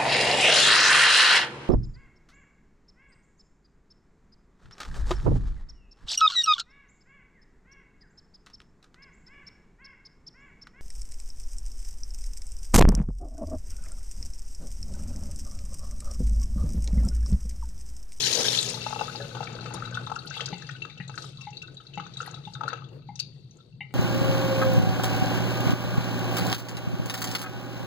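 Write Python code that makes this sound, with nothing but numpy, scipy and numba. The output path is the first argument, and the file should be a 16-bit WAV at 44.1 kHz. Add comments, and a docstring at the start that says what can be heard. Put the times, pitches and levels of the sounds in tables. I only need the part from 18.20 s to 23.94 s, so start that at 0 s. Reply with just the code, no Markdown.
"""Rinsing rice at a steel sink

A kitchen tap is shut off; rinse water from a bowl of rice trickles, plops and ticks into a steel sink.
Bubbles are damped sines that excite the air modes of the basin; splashes and sprays are shaped noise.
Wet rice rustles under a hand in dense clicks, water spits in short bright noise bursts, the steel booms
and rings as band-passed noise and knocks, and an appliance hums in harmonics over the filtered noise
of the kitchen, all heard at two close ports.
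"""
import sys
import numpy as np
from scipy import signal
from scipy.fft import rfft, irfft
from scipy.io import wavfile
from scipy.ndimage import uniform_filter1d
from numba import njit

SR = 44100
rng = np.random.default_rng(int(sys.argv[2]) if len(sys.argv) > 2 else 0)


def to_wav(sig):
    """Store sig (one row per channel, or 1-D mono) as 16-bit WAV at the path in sys.argv[1].

    Samples outside -1..1 are clipped; the rate is SR.
    """
    pcm = np.clip(np.atleast_2d(sig), -1, 1) * 32767
    pcm = np.round(pcm).astype(np.int16)
    wavfile.write(sys.argv[1], SR, pcm.T)  # frames by channels


N = 253134
T = np.arange(N) / SR  # s
HZ = np.maximum(np.fft.rfftfreq(N, 1 / SR), 1)

# Spectrum of the tap stream: frequency_hz [Hz], density_db [dB per Hz, relative]
JET_SPECTRUM = [(120, -64), (200, -6), (333, -10), (446, -4), (564, -18), (890, -14), (1150, -19),
                (1260, -9), (1400, -24), (1540, -10.5), (2000, -11.5), (2700, -9.5), (3200, -4.5),
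                (3890, -1.5), (6830, -6), (7600, -16), (11000, -20), (15500, -39)]
# Drumming of the stream in the bowl, before the drain fade: time_s [s], level_db [dB]
DRUM_LEVEL = [(0, -59), (.18, -34.5), (.38, -41), (.44, -54), (.47, -38), (.6, -48.5), (.77, -52),
              (.82, -38), (.87, -42)]
JET_DB, WASH_DB = -24.5, -39  # full stream and draining wash, before the drain fade
SHUT_S, SHUT_LEN_S, DRAIN_END_S = 0.35, 0.08, 1.41


def jet():
    """Jet noise: dense bubbles over hiss, with bowl drumming; after shut-off the smoother wash drains."""
    fizz = [swarm(3000, 1300, 7200, 11.0, 3.8, .01) + .6 * rng.standard_normal(N) for _ in range(2)]
    spectra = [rfft(f) for f in fizz]
    # divide out the broad spectrum so that the table alone sets the colour
    flat = [f / np.sqrt(uniform_filter1d(np.abs(f) ** 2, size=2000)) for f in spectra]
    stream = ports(*(np.array(flat) * undb(over_hz(JET_SPECTRUM))))
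    treble = irfft(rfft(stream) / (1 + (7000 / HZ) ** 8), N)
    calming = np.interp(T, [SHUT_S, SHUT_S + 3 * SHUT_LEN_S], [1, .4])
    sputter_db = (1.8 * walk(201.5) + 1.42 * walk(45)) * calming
    # the treble sputters half as deeply
    stream = unit((stream - treble) * undb(sputter_db) + treble * undb(sputter_db / 2))
    drum_db = over_time(DRUM_LEVEL, count=1) + 2.5 * walk(22.8)
    drum = hiss(resonance(473, 90)) * undb(drum_db)
    shut_times = [SHUT_S, SHUT_S + SHUT_LEN_S, SHUT_S + 3 * SHUT_LEN_S]
    flow_db = np.interp(T, shut_times, [JET_DB, WASH_DB + 11.0, WASH_DB])
    drain = np.clip((DRAIN_END_S - T) / 1.09, 0, 1)
    return (stream * undb(flow_db) + drum) * drain


@njit
def bubbles(length, start, hz, cycles, size, glide, rise):
    """Bubble oscillation: decaying sines swell over rise cycles; pitch climbs for two decay times."""
    out = np.zeros(length)
    for k in range(len(start)):
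        span = cycles[k] * SR / hz[k]  # decay time in samples
        phase = 0.
        for i in range(min(int(5 * span), length - start[k])):
            phase += 2 * np.pi * hz[k] * (1 + glide * min(i / span, 2.)) / SR
            swell = min(phase / (2 * np.pi * rise), 1.) ** 2
            out[start[k] + i] += size[k] * swell * np.exp(-i / span) * np.sin(phase)
    return out


def swarm(per_s, low_hz, high_hz, cycles, scatter_db, glide):
    """Random superposition: bubbles at chance times, many small and few large, scaled to rms 1."""
    when, pitch, chance = rng.random((int(per_s * N / SR), 3)).T
    size = undb(np.minimum(-scatter_db * np.log(1 - chance), 4 * scatter_db))
    hz = low_hz * (high_hz / low_hz) ** pitch
    return unit(bubbles(N, (when * N).astype(np.int64), hz, cycles + 0 * hz, size, glide, 1.27))


LEAN_SPREAD_DB = 4.5  # largest random lean to either side


def bubble_broods(table, cycles, lean_db, glide, brood_db, spread_s, reach):
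    """Bubble clusters: each listed bubble and four smaller ones near its pitch lean left or right."""
    s, db, hz = table[:, 0], table[:, 1], table[:, 2]
    when, pitch, weaker, side_draw = rng.random((len(s), 4, 5)).transpose(1, 0, 2)
    when[:, 0], pitch[:, 0] = 0, .5  # the first of each brood is the listed bubble
    lean = lean_db + LEAN_SPREAD_DB * (2 * side_draw[:, 0] - 1)
    start = ((s[:, None] + spread_s * when) * SR).astype(np.int64).ravel()
    brood_hz = (hz[:, None] * reach ** (2 * pitch - 1)).ravel()
    size_db = db[:, None] + (brood_db - 10.0 * weaker) * (np.arange(5) > 0)
    life = np.repeat(cycles + 0 * s, 5)
    sides = []
    for side in (1, -1):
        size = undb(size_db + side * lean[:, None] / 2).ravel()
        sides.append(bubbles(N, start, brood_hz, life, size, glide, 0.94))
    return np.array(sides)


# Large bubbles, before the basin: start_s [s], level_db [dB], pitch_hz [Hz], decay_cycles [cycles]
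PLOP_EVENTS = [(.54, -28, 890, 4.5), (.572, -26, 865, 3.8), (.664, -8, 880, 2.2), (0.707, -13, 815, 1.4),
               (.727, -11.5, 840, 2.2), (.76, -13.5, 805, 2.3), (.793, -16, 927, 3), (.81, -5.5, 815, 1.8),
               (.88, -23.5, 1270, 3.4), (0.95, -16, 800, 1.56), (.999, -23.5, 564, 13),
               (1.003, -28.5, 1700, 14), (0.896, -25.5, 1466, 4.6), (1.043, -31, 1480, 3.2),
               (1.15, -12, 910, 0.94), (1.168, -16, 875, 2.3), (1.205, -12.5, 810, 2.4),
               (1.228, -10.5, 810, 1.16), (1.272, -20.5, 2280, 11.5), (1.459, -6, 1200, 0.5),
               (1.508, -18.5, 935, 1.8), (1.544, -19, 940, 4.6), (1.572, -32, 1180, 2.7),
               (1.623, -20, 1350, 3.9), (1.65, -31.5, 1500, 7.9), (1.675, -28.5, 1320, 4.8),
               (1.724, -32, 1530, 13), (1.752, -30, 1430, 8.6), (1.772, -16, 1438, 7.1),
               (1.871, -14, 1070, 1.8), (1.898, -11.5, 940, 1.2), (1.916, -10.5, 893, 2.8),
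               (1.962, -24.5, 1385, 12.3), (2.048, -35.5, 1440, 14), (2.109, -24.5, 1554, 7.5),
               (2.168, -18.5, 930, 1.5), (2.196, -17.5, 1340, 1.5), (2.206, -12.5, 2080, 3.3),
               (2.218, -15.5, 564, 1.3), (2.281, -27, 1550, 4.5), (2.422, -27, 1730, 10.4),
               (2.491, -20.5, 1860, 8.4), (2.551, -34.5, 1510, 7.6), (2.651, -12, 1340, 0.62),
               (2.801, -24, 1927, 22), (2.895, -12, 850, 0.71), (2.941, -30.5, 1590, 7.8),
               (2.977, -7.5, 1680, 0.94), (3.042, -25, 1210, 1.5), (3.184, -48, 1075, 45),
               (3.216, -49, 1092, 26), (3.272, -30.5, 844, 2), (3.431, -42.5, 1474, 16),
               (3.481, -37.5, 1477, 6.3), (3.601, -36.5, 1340, 3.1), (3.775, -15, 940, 1.6),
               (3.798, -14.5, 1160, 2.3), (3.864, -20, 1180, 1.25), (4.003, -19.5, 1378, 7.9),
               (4.029, -27.5, 1350, 4.8), (4.06, -25, 1940, 10), (4.077, -19, 890, 2.2),
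               (4.141, -19.5, 835, 1.2), (4.275, -31, 860, 2.2), (4.353, -25.5, 1495, 3.3),
               (4.408, -20.5, 920, 7.5), (4.409, -20.5, 1254, 4.1), (4.38, -37, 1400, 3),
               (4.434, -16, 910, 2.7), (4.435, -17.5, 1280, 1.4), (4.479, -16.5, 1387, 8.4),
               (4.53, -4, 1240, 0.62), (4.62, -32.5, 1210, 4), (4.79, -56, 1270, 2.5),
               (4.82, -53, 1260, 4.9), (5.36, -66, 1334, 9.9), (5.385, -58, 1350, 12),
               (5.402, -52.5, 1352, 12), (5.707, -51.5, 1360, 2.1)]
PLOP_LEAN_DB = 0.5  # left minus right, beyond the usual balance


def plops(table):
    """Large-bubble resonance: low tones of steady pitch, most quickly damped and some ringing long."""
    return bubble_broods(table, table[:, 3], PLOP_LEAN_DB, 0., -8.0, 0.009, 1.4)


SPLASH_DB, SPLASH_PER_PLOP = -35.5, 0.82  # drive for a -25 dB plop; dB per dB of plop


def splash(table):
    """Turbulent noise: a broad wet burst with each plop, stronger for a stronger plop."""
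    band = resonance(1100, 1800) * resonance(970, 5800) ** 2
    wet = unit(irfft(rfft(rng.standard_normal(N)) * band, N))
    return bursts(table[:, 0], SPLASH_DB + SPLASH_PER_PLOP * (table[:, 1] + 25), 0.0032, 0.0021) * wet


# Small bubbles, before the basin:
# start_s [s], level_db [dB], pitch_hz [Hz], spray_db [dB relative to level_db]
TICK_EVENTS = [(.026, -12.5, 4070, -29), (.048, -19, 5630, -9), (.088, -24.5, 3830, -30.5),
               (.128, -16.5, 3920, -6.5), (.225, -16.5, 5200, -31), (.283, -10.5, 3540, -14),
               (.375, -12.5, 3380, -29.5), (.388, -9, 4000, -31), (0.4864, -25, 4990, 3),
               (0.5437, -22.5, 3920, -9), (0.616, -28.5, 2770, -35), (0.647, -28, 3510, -33),
               (0.665, -28.5, 2680, -40), (0.711, -37, 2750, -40), (.746, -27, 2740, -40),
               (0.7902, -21, 2690, -36), (0.808, -37, 2730, -40), (0.838, -38, 2700, -40),
               (0.878, -43, 2780, -40), (0.897, -35, 2710, -40), (.952, -31, 2740, -38),
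               (1, -46, 2730, -40), (0.958, -23.5, 4580, -40), (1.022, -27.5, 3980, -42.5),
               (1.1497, -27.5, 3030, -42), (1.237, -36, 4260, -2), (1.21, -37, 2770, -38),
               (1.3, -36, 2730, -40), (1.353, -39, 4570, -40.5), (1.39, -38, 2800, -40),
               (1.409, -31, 4100, -21), (1.538, -26.5, 6740, -10), (1.559, -34, 3700, -27),
               (1.653, -34, 3780, -13), (1.744, -22, 3310, -18.5), (1.8652, -28.5, 3653, -22),
               (1.956, -31.5, 2710, -9.5), (1.989, -30, 4180, -35), (2.0728, -28.5, 4060, -13),
               (2.148, -31, 2740, -21), (2.173, -19.5, 3280, -37), (2.2065, -15.5, 3040, -22),
               (2.258, -17.5, 4750, -15), (2.02, -38, 2730, -40), (2.066, -33, 2970, -30),
               (2.287, -30, 5300, -25), (2.333, -34, 3970, -41), (2.446, -37, 2710, -38),
               (2.469, -32, 4740, -30), (2.51, -30.5, 3240, -15), (2.563, -33, 2840, -40),
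               (2.62, -22.5, 2624, -39), (2.699, -29.5, 2250, -45), (2.775, -33.5, 2930, -21),
               (2.879, -34.5, 4030, -30), (2.978, -29, 4190, -11), (3.021, -32, 4410, -5.5),
               (3.172, -34.5, 3830, -35), (3.2093, -33.5, 2630, -10), (3.329, -35, 2690, -40),
               (3.37, -25, 4020, -55), (3.4182, -28.5, 2590, -12), (3.449, -44, 2700, -40),
               (3.4733, -38, 3710, -20), (3.5694, -32, 3780, -65), (3.605, -36, 3050, -34),
               (3.668, -33, 3960, -36), (3.7367, -27.5, 2940, -44), (3.776, -30, 2810, -43),
               (3.8005, -27, 2920, -56), (3.937, -36, 3830, -13), (3.97, -27, 3710, -27),
               (4.006, -30.5, 2730, -14), (4.074, -33.5, 4110, -27), (4.1428, -31.5, 3740, -17),
               (4.2514, -31, 3460, -31), (4.3357, -34, 4470, -10), (4.3504, -31, 3620, -41),
               (4.434, -39, 3470, -30), (4.48, -28.5, 4100, -12), (4.498, -43, 2730, -44),
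               (4.535, -35, 2670, -42), (4.568, -35.5, 2830, -44), (4.61, -43, 2780, -35),
               (4.642, -36, 3290, -40), (4.689, -45, 2790, -42.5), (4.73, -48, 2750, -33),
               (4.956, -30.5, 5730, -12.5), (4.992, -24.5, 2780, -6.5), (4.9994, -16, 4490, -34),
               (5.31, -41.5, 5870, -27), (5.405, -47.5, 3600, -40), (5.525, -55, 2640, -33)]
TICK_LEAN_DB = -3  # left minus right, beyond the usual balance


def ticks(table):
    """Small-bubble resonance: high tones that climb slightly in pitch as they decay."""
    return bubble_broods(table, 13.1, TICK_LEAN_DB, 0.041, -6.0, 0.0086, 1.2)


def crack(table):
    """Impulsive noise: a rough broad snap of water with each tick."""
    wet = unit(irfft(rfft(rng.standard_normal(N)) * resonance(3560, 2600) ** 2, N))
    return bursts(table[:, 0], table[:, 1] - 8.0, 0.0055, 0.0029) * wet


def spray(table):
    """Droplet noise: a high-band burst of fine droplets with each tick, heard outside the basin modes."""
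    fine = hiss(resonance(5450, 3900) ** 3 / (1 + (HZ / 10000) ** 6)) * undb(2.0 * walk(150))
    return bursts(table[:, 0], table[:, 1] + table[:, 3], 0.0047, 0.0045) * fine


# Water leaving the bowl and hand stirring the rice, before the basin:
# time_s [s], flow_gurgle_db [dB], stirring_fizz_db [dB]
TRICKLE_LEVEL = [(.4, -27, -46), (.5, -44.5, -35), (.95, -50, -45), (1.57, -37.5, -47.5),
                 (1.78, -44.5, -49), (1.96, -51.5, -76), (2.14, -48.5, -40.5), (2.21, -41, -44),
                 (2.3, -48.5, -46), (2.55, -55, -51), (2.81, -59, -53), (3.02, -52, -59.5), (3.3, -73, -49),
                 (3.6, -61, -67), (3.85, -63.5, -52), (4.05, -43.5, -50.5), (4.3, -62, -57),
                 (4.4, -48, -68), (4.5, -35.5, -44.5), (4.65, -58.5, -64.5), (5.2, -84.5, -64),
                 (5.74, -71, -80.5)]


def trickle():
    """Flow noise: bubble swarms over a running film, a low gurgle and a high fizz in flurries."""
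    film = rfft(rng.standard_normal(N))
    low_film = unit(irfft(film * resonance(1700, 1600) ** 2, N))
    high_film = unit(irfft(film * resonance(4130, 4000) ** 2, N))
    gurgle = swarm(800, 500, 2600, 4.5, 3.9, 0.) + 0.15 * low_film
    fizz = swarm(1400, 1900, 5200, 9.0, 4.2, 0.) + 0.25 * high_film
    flow_db, stir_db = over_time(TRICKLE_LEVEL, count=1), over_time(TRICKLE_LEVEL, count=2)
    low = gurgle * undb(flow_db + 0.53 * walk(5.8))
    high = fizz * undb(stir_db + 2.0 * walk(45))
    # drops off the rim share nearly one pitch
    rim = swarm(71, 2613, 2830, 42.0, 7.7, 0.) * undb(-18.5 + (flow_db + stir_db) / 2)
    return (low + high + rim) * np.clip((T - .3) / 0.5, 0, 1)


# Air modes of the basin: frequency_hz [Hz], width_hz [Hz], gain_db [dB]
BASIN_MODES = [(466, 29, 0), (858, 45, -4.5), (1299, 75, 2), (1492, 83, -2), (2696, 58, 2.5), (3646, 72, 1),
               (3878, 88, 5.5), (4420, 380, -0.5), (6220, 320, 5)]
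DIRECT_DB, WET_TOP_HZ = -14.5, 7500  # direct path; the basin dulls the water above this
KITCHEN_DB, KITCHEN_T60_S = -10, 0.27


def basin(source):
    """Cavity resonance: direct sound, air modes and a tail; modes differ in phase between the ports."""
    paths = []
    for port in range(2):
        modes = 0
        for k, (hz, width_hz, db) in enumerate(BASIN_MODES):
            # the phase turn at the second port grows with frequency, up to a limit
            turn = np.exp(1j * port * (-1) ** k * min(hz / 900, 2.2))
            modes = modes + undb(db) * resonance(hz, width_hz) * turn
        paths.append((undb(DIRECT_DB) + modes) * (1 + undb(KITCHEN_DB) * kitchen_tail()))
    lead = undb(over_hz(LEFT_LEAD_DB) / 2)
    dulling = 1 + (HZ / WET_TOP_HZ) ** 4
    return irfft(np.array([paths[0] * lead, paths[1] / lead]) * rfft(source) / dulling, N)


def kitchen_tail():
    """Reverberation: spectrum of exponentially decaying noise of unit energy after a 12 ms gap."""
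    tail = rng.standard_normal(N) * np.exp(-np.log(1000) * T / KITCHEN_T60_S) * (T > .012)
    return rfft(tail / np.sqrt(np.sum(tail ** 2)))


# Rustle of rice, swelling with each sweep of the hand: time_s [s], level_db [dB]
RUSTLE_LEVEL = [(.5, -79), (1.5, -52), (1.9, -57), (2.05, -56), (2.2, -50.5), (2.3, -55.5), (2.5, -58.5),
                (2.85, -68.5), (3.0, -51.5), (3.15, -59.5), (3.4, -65.5), (3.65, -68.5), (3.8, -78),
                (4.05, -52), (4.2, -68.5), (4.33, -62), (4.4, -70), (4.5, -70), (4.65, -106), (5.0, -66.5),
                (5.74, -78.5)]


def rice():
    """Granular friction: wet grains rub under the hand, dense tiny clicks blending into rustles."""
    band = resonance(3870, 5440) ** 2
    a, b = (rfft(swarm(3000, 3000, 12000, 8.2, 3.7, 0.)) * band for _ in range(2))
    return unit(ports(a, b)) * undb(over_time(RUSTLE_LEVEL, count=1) + 2.5 * walk(30)) * (T > .45)


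# Short bright spurts and spits of water, before envelope and left-right gain:
# start_s [s], level_db [dB], centre_hz [Hz]
SPURT_EVENTS = [(0.4084, -28, 7900), (0.4276, -26, 7650), (0.497, -29.5, 8160), (.6115, -45, 6300),
                (0.694, -44, 6750), (.8399, -47.5, 6000), (1.2071, -59, 6670), (1.3283, -45, 6500),
                (1.539, -38, 9600), (1.709, -48, 6500), (1.9459, -68, 7400), (2.0573, -49, 10700),
                (2.0994, -37.5, 5950), (2.1649, -51.5, 10800), (2.26, -39, 6500), (2.379, -47, 7000),
                (2.4206, -45.5, 5970), (2.489, -42, 5440), (2.878, -41.5, 6800), (2.954, -44, 6500),
                (3.0799, -56, 7340), (3.3044, -47.5, 6050), (3.417, -58, 6240), (3.5443, -53, 7100),
                (3.753, -49.5, 6450), (3.865, -51.5, 6100), (3.9707, -45.5, 7350), (4.0172, -38.5, 6400),
                (4.0616, -45, 10600), (4.11, -44, 6400), (4.338, -50, 6800), (4.4807, -56, 10300),
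                (4.686, -60, 6440), (4.9986, -42, 9400), (4.999, -50, 13100), (5.3682, -56, 6860),
                (5.723, -67, 8000)]
SPURT_WIDTH, SPURT_RISE_S, SPURT_FADE_S = 0.28, 0.0017, 0.0052  # width as a share of the centre


def spurts():
    """Band-limited noise: short bright spurts and spits of water, each in its own high band."""
    out, t = np.zeros((2, N)), np.arange(2048) / SR
    shape = (1 - np.exp(-t / SPURT_RISE_S)) * np.exp(-t / SPURT_FADE_S)
    hz = np.maximum(np.fft.rfftfreq(len(t), 1 / SR), 1)
    for s, db, centre in SPURT_EVENTS:
        band = 1 / (1 + ((hz ** 2 - centre ** 2) / (hz * centre * SPURT_WIDTH)) ** 4)
        spit = unit(irfft(rfft(rng.standard_normal((2, len(t)))) * band)) * shape * undb(db)
        start = int(s * SR)
        out[:, start:start + len(t)] += spit[:, :N - start]
    return out * undb(np.array([[6.0], [-4.5]]))


# Boom of the steel floor: time_s [s], level_db [dB]
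BOOM_LEVEL = [(1.6, -45), (2.4, -45.5), (3.13, -44.5), (3.55, -48), (3.61, -57), (3.8, -44.5),
              (4.63, -44.5), (5.3, -48.5), (5.44, -60.5), (5.54, -45), (5.67, -49)]
BOOM_HZ, BOOM_WIDTH_HZ = 134, 35
PATTER_DB, PATTER_PER_FLOW = -54.5, 0.37  # level at a flow of -43.5 dB; dB per dB of flow


def steel():
    """Plate vibration: the sink floor booms in one wide mode and patters under the trickle."""
    boom_db = over_time(BOOM_LEVEL, count=1) + 0.28 * walk(24)
    boom = hiss(resonance(BOOM_HZ, BOOM_WIDTH_HZ) ** 2) * undb(boom_db)
    flow_db = over_time(TRICKLE_LEVEL, count=1)
    patter_db = PATTER_DB + PATTER_PER_FLOW * (flow_db + 43.5) + 5.03 * walk(25.42)
    patter = hiss(resonance(344, 218) ** 2 + 0.58 * resonance(433, 60)) * undb(patter_db)
    return boom + patter * (T > .4)


# Modes of the steel, one floor, one rim, three middle, then top:
# frequency_hz [Hz], width_hz [Hz], gain_db [dB]
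STEEL_MODES = [(177.6, 12.6, 9), (832, 48, 3), (2010, 55, -3), (2092, 50, 2), (2280, 100, -6),
               (2770, 60, 2), (2960, 80, -1), (3740, 100, -12)]
# Dull knocks on the steel floor, before drive and modes:
# start_s [s], level_db [dB], rim_db, middle_db, top_db [dB relative to level_db]
KNOCK_EVENTS = [(2.326, -28.5, -13.5, -9.5, -11.5), (2.801, -32, -26.5, -14, -13),
                (3.268, -42, -3, -4, -20), (3.773, -32.5, -10, -7.5, -7.5), (4.271, -39.5, -8.5, -20, -8.5),
                (4.887, -39.5, -6, -13, -32), (5.605, -43.5, -9.5, 14, 8.5), (5.704, -63, -12, 11, 4.5)]
PUSH_DB, RIM_DB, CONTACT_DB = 29, 56.5, 43.5  # drive of floor, rim and higher modes
SCRAPE_DB, SCRAPE_RISE_S, SCRAPE_FADE_S = -27, 0.002, 0.012  # rough contact around the click


def knocks():
    """Modal excitation: a soft push moves the floor; rim and high modes swell in through the water."""
    s, db, rim_db, middle_db, top_db = np.transpose(KNOCK_EVENTS)
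    ring = [undb(gain_db) * resonance(hz, width_hz) for hz, width_hz, gain_db in STEEL_MODES]
    floor = rfft(bursts(s, db + PUSH_DB, 0.00085, 0.0002)) * ring[0]
    drives = []
    for extra in (rim_db + RIM_DB, middle_db + CONTACT_DB, top_db + CONTACT_DB):
        click = bursts(s + 0.000963, db + extra - 6.0, .00004, .00004)
        scrape = bursts(s + 0.00056, db + extra + SCRAPE_DB, SCRAPE_RISE_S, SCRAPE_FADE_S)
        drives.append(rfft(click + scrape * rng.standard_normal(N)))
    rim = drives[0] * ring[1] * resonance(838, 200) ** 2
    # extra resonance slows the onset of the higher modes
    steep = [r * resonance(hz, 290) ** 2 for r, (hz, _, _) in zip(ring, STEEL_MODES)]
    knock = floor + rim + drives[1] * sum(steep[2:5]) + drives[2] * sum(steep[5:])
    tails = np.array([kitchen_tail(), kitchen_tail()])
    knock = knock * (1 + undb(KITCHEN_DB) * tails)
    return irfft(knock * undb(np.array([[2.5], [-4.0]])), N)


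# Harmonics of the motor, relative to the hum level: frequency_hz [Hz], level_db [dB]
HUM_HARMONICS = [(60, -23.5), (120, -2.5), (180, -11.5), (240, -13.5)]
# Hum before the left-right offset: time_s [s], level_db [dB]
HUM_CURVE = [(0, -52), (.4, -41.5), (.6, -39.5), (1.2, -44), (1.8, -39.5), (2.15, -59.5), (2.4, -66.5)]


def hum():
    """Harmonic series: mains tones of an appliance motor waver in level, then die down."""
    tones = sum(undb(db + 1.5 * walk(6)) * np.sin(2 * np.pi * hz * T) for hz, db in HUM_HARMONICS)
    return np.sqrt(2) * tones * undb(over_time(HUM_CURVE, count=1) + np.array([[1.5], [-1.5]]))


# Kitchen background spectrum: frequency_hz [Hz], density_db [dB per Hz, relative]
ROOM_SPECTRUM = [(12, -55), (20, 1.5), (64, 1), (132, 12), (249, -3), (387, -30), (1020, -86),
                 (3090, -27.5), (4560, -11.5), (6360, -77.5), (7930, -62), (11600, -71), (11900, -30),
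                 (12200, -68.5), (15000, -74.5)]
# Swell of its rumble and hiss over ROOM_DB: time_s [s], gain_db [dB]
ROOM_CURVE = [(0, 10), (.6, 9.5), (1.5, 15.5), (2.5, 6), (3.5, 5.5), (4.6, 6), (5.2, 7), (5.45, 4),
              (5.6, 2)]
ROOM_DB = -76  # of the part above 250 Hz, before the swell


def kitchen():
    """Ambient noise: filtered rumble and hiss that slowly swell and flutter slightly."""
    colour = undb(over_hz(ROOM_SPECTRUM))
    above = np.sqrt(np.mean(colour ** 2) / np.mean((colour * (HZ > 250)) ** 2))
    return hiss(colour) * above * undb(ROOM_DB + over_time(ROOM_CURVE, count=1) + 0.39 * walk(19.0))


# Balance of the two ports: frequency_hz [Hz], left_minus_right_db [dB]
LEFT_LEAD_DB = [(60, 3), (110, 3), (200, 5), (400, 7.5), (2000, 8), (4400, 10), (9500, 11.5), (12500, 2),
                (15000, 2)]
# Likeness of the two ports: frequency_hz [Hz], coherence [0 to 1]
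PORT_LIKENESS = [(40, .8), (130, 0.99), (290, 0.59), (640, .8), (1400, 0.23), (3000, .5), (8000, .2)]
TURN_HZ = 1500  # from here up the right port hears the shared part a quarter cycle late


def ports(a, b):
    """Partial coherence: two ports share a part of the sound; the left is louder, their mean keeps level."""
    alike = np.clip(over_hz(PORT_LIKENESS), 0, 1)
    right = undb(-over_hz(LEFT_LEAD_DB))
    late = np.exp(-.5j * np.pi * np.minimum(HZ / TURN_HZ, 1))
    left = 2 / np.sqrt(1 + right ** 2 + 2 * alike * right * late.real)
    right_sound = alike * late * a + np.sqrt(1 - alike ** 2) * b
    return irfft(np.array([left * a, left * right * right_sound]), N)


def hiss(gain):
    """Filtered noise: two-port noise with the given response, rms near 1."""
    a, b = rfft(rng.standard_normal((2, N))) * gain
    return ports(a, b) / np.sqrt(np.mean(np.abs(gain) ** 2))


def resonance(hz, width_hz):
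    """Simple resonator: band-pass response with gain 1 at the centre."""
    return 1 / (1 + 1j * (HZ ** 2 - hz ** 2) / (HZ * width_hz))


def bursts(s, db, rise_s, fade_s):
    """Exponential relaxation: an envelope that rises quickly at each time and fades."""
    kick = np.zeros(N)
    kick[(s * SR).astype(int)] = undb(db)
    quick, slow = np.exp(-1 / (rise_s * SR)), np.exp(-1 / (fade_s * SR))
    fading = signal.lfilter([1], [1, -slow], kick)
    return signal.lfilter([1 - quick], [1, -quick], fading)


def walk(rate):
    """Random modulation: levels held 1 / rate s and smoothed twice, scaled to rms 1."""
    k = int(SR / rate)
    steps = np.repeat(rng.standard_normal(N // k + 1), k)
    return unit(uniform_filter1d(uniform_filter1d(steps, k), k)[:N])


def undb(db):
    """Logarithmic level: decibels to amplitude gain."""
    return 10 ** (np.asarray(db, float) / 20)


def unit(x):
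    """Normalization: scale to rms 1."""
    return x / np.sqrt(np.mean(x ** 2))


def over_hz(table):
    """Logarithmic interpolation: a (frequency, value) table on every frequency bin."""
    hz, value = np.transpose(table)
    return np.interp(np.log(HZ), np.log(hz), value)


def over_time(table, count):
    """Linear interpolation: column count of a curve on every sample."""
    return np.interp(T, np.array(table)[:, 0], np.array(table)[:, count])


def scene():
    """Superposition: bubbles, splashes and trickle pass through the basin; the rest adds beside it."""
    plop_table, tick_table = np.array(PLOP_EVENTS), np.array(TICK_EVENTS)
    water = plops(plop_table) + ticks(tick_table)
    water = water + splash(plop_table) + crack(tick_table) + trickle()
    beside = jet() + spray(tick_table) + rice() + spurts() + steel() + knocks()
    return basin(water) + beside + hum() + kitchen()


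TOP_HZ = 15700


def record(dry):
    """Band limiting: a steep elliptic low-pass cuts the top."""
    return signal.sosfilt(signal.ellip(10, .2, 80, TOP_HZ, fs=SR, output="sos"), dry)


dry = scene()
out = record(dry)
to_wav(out)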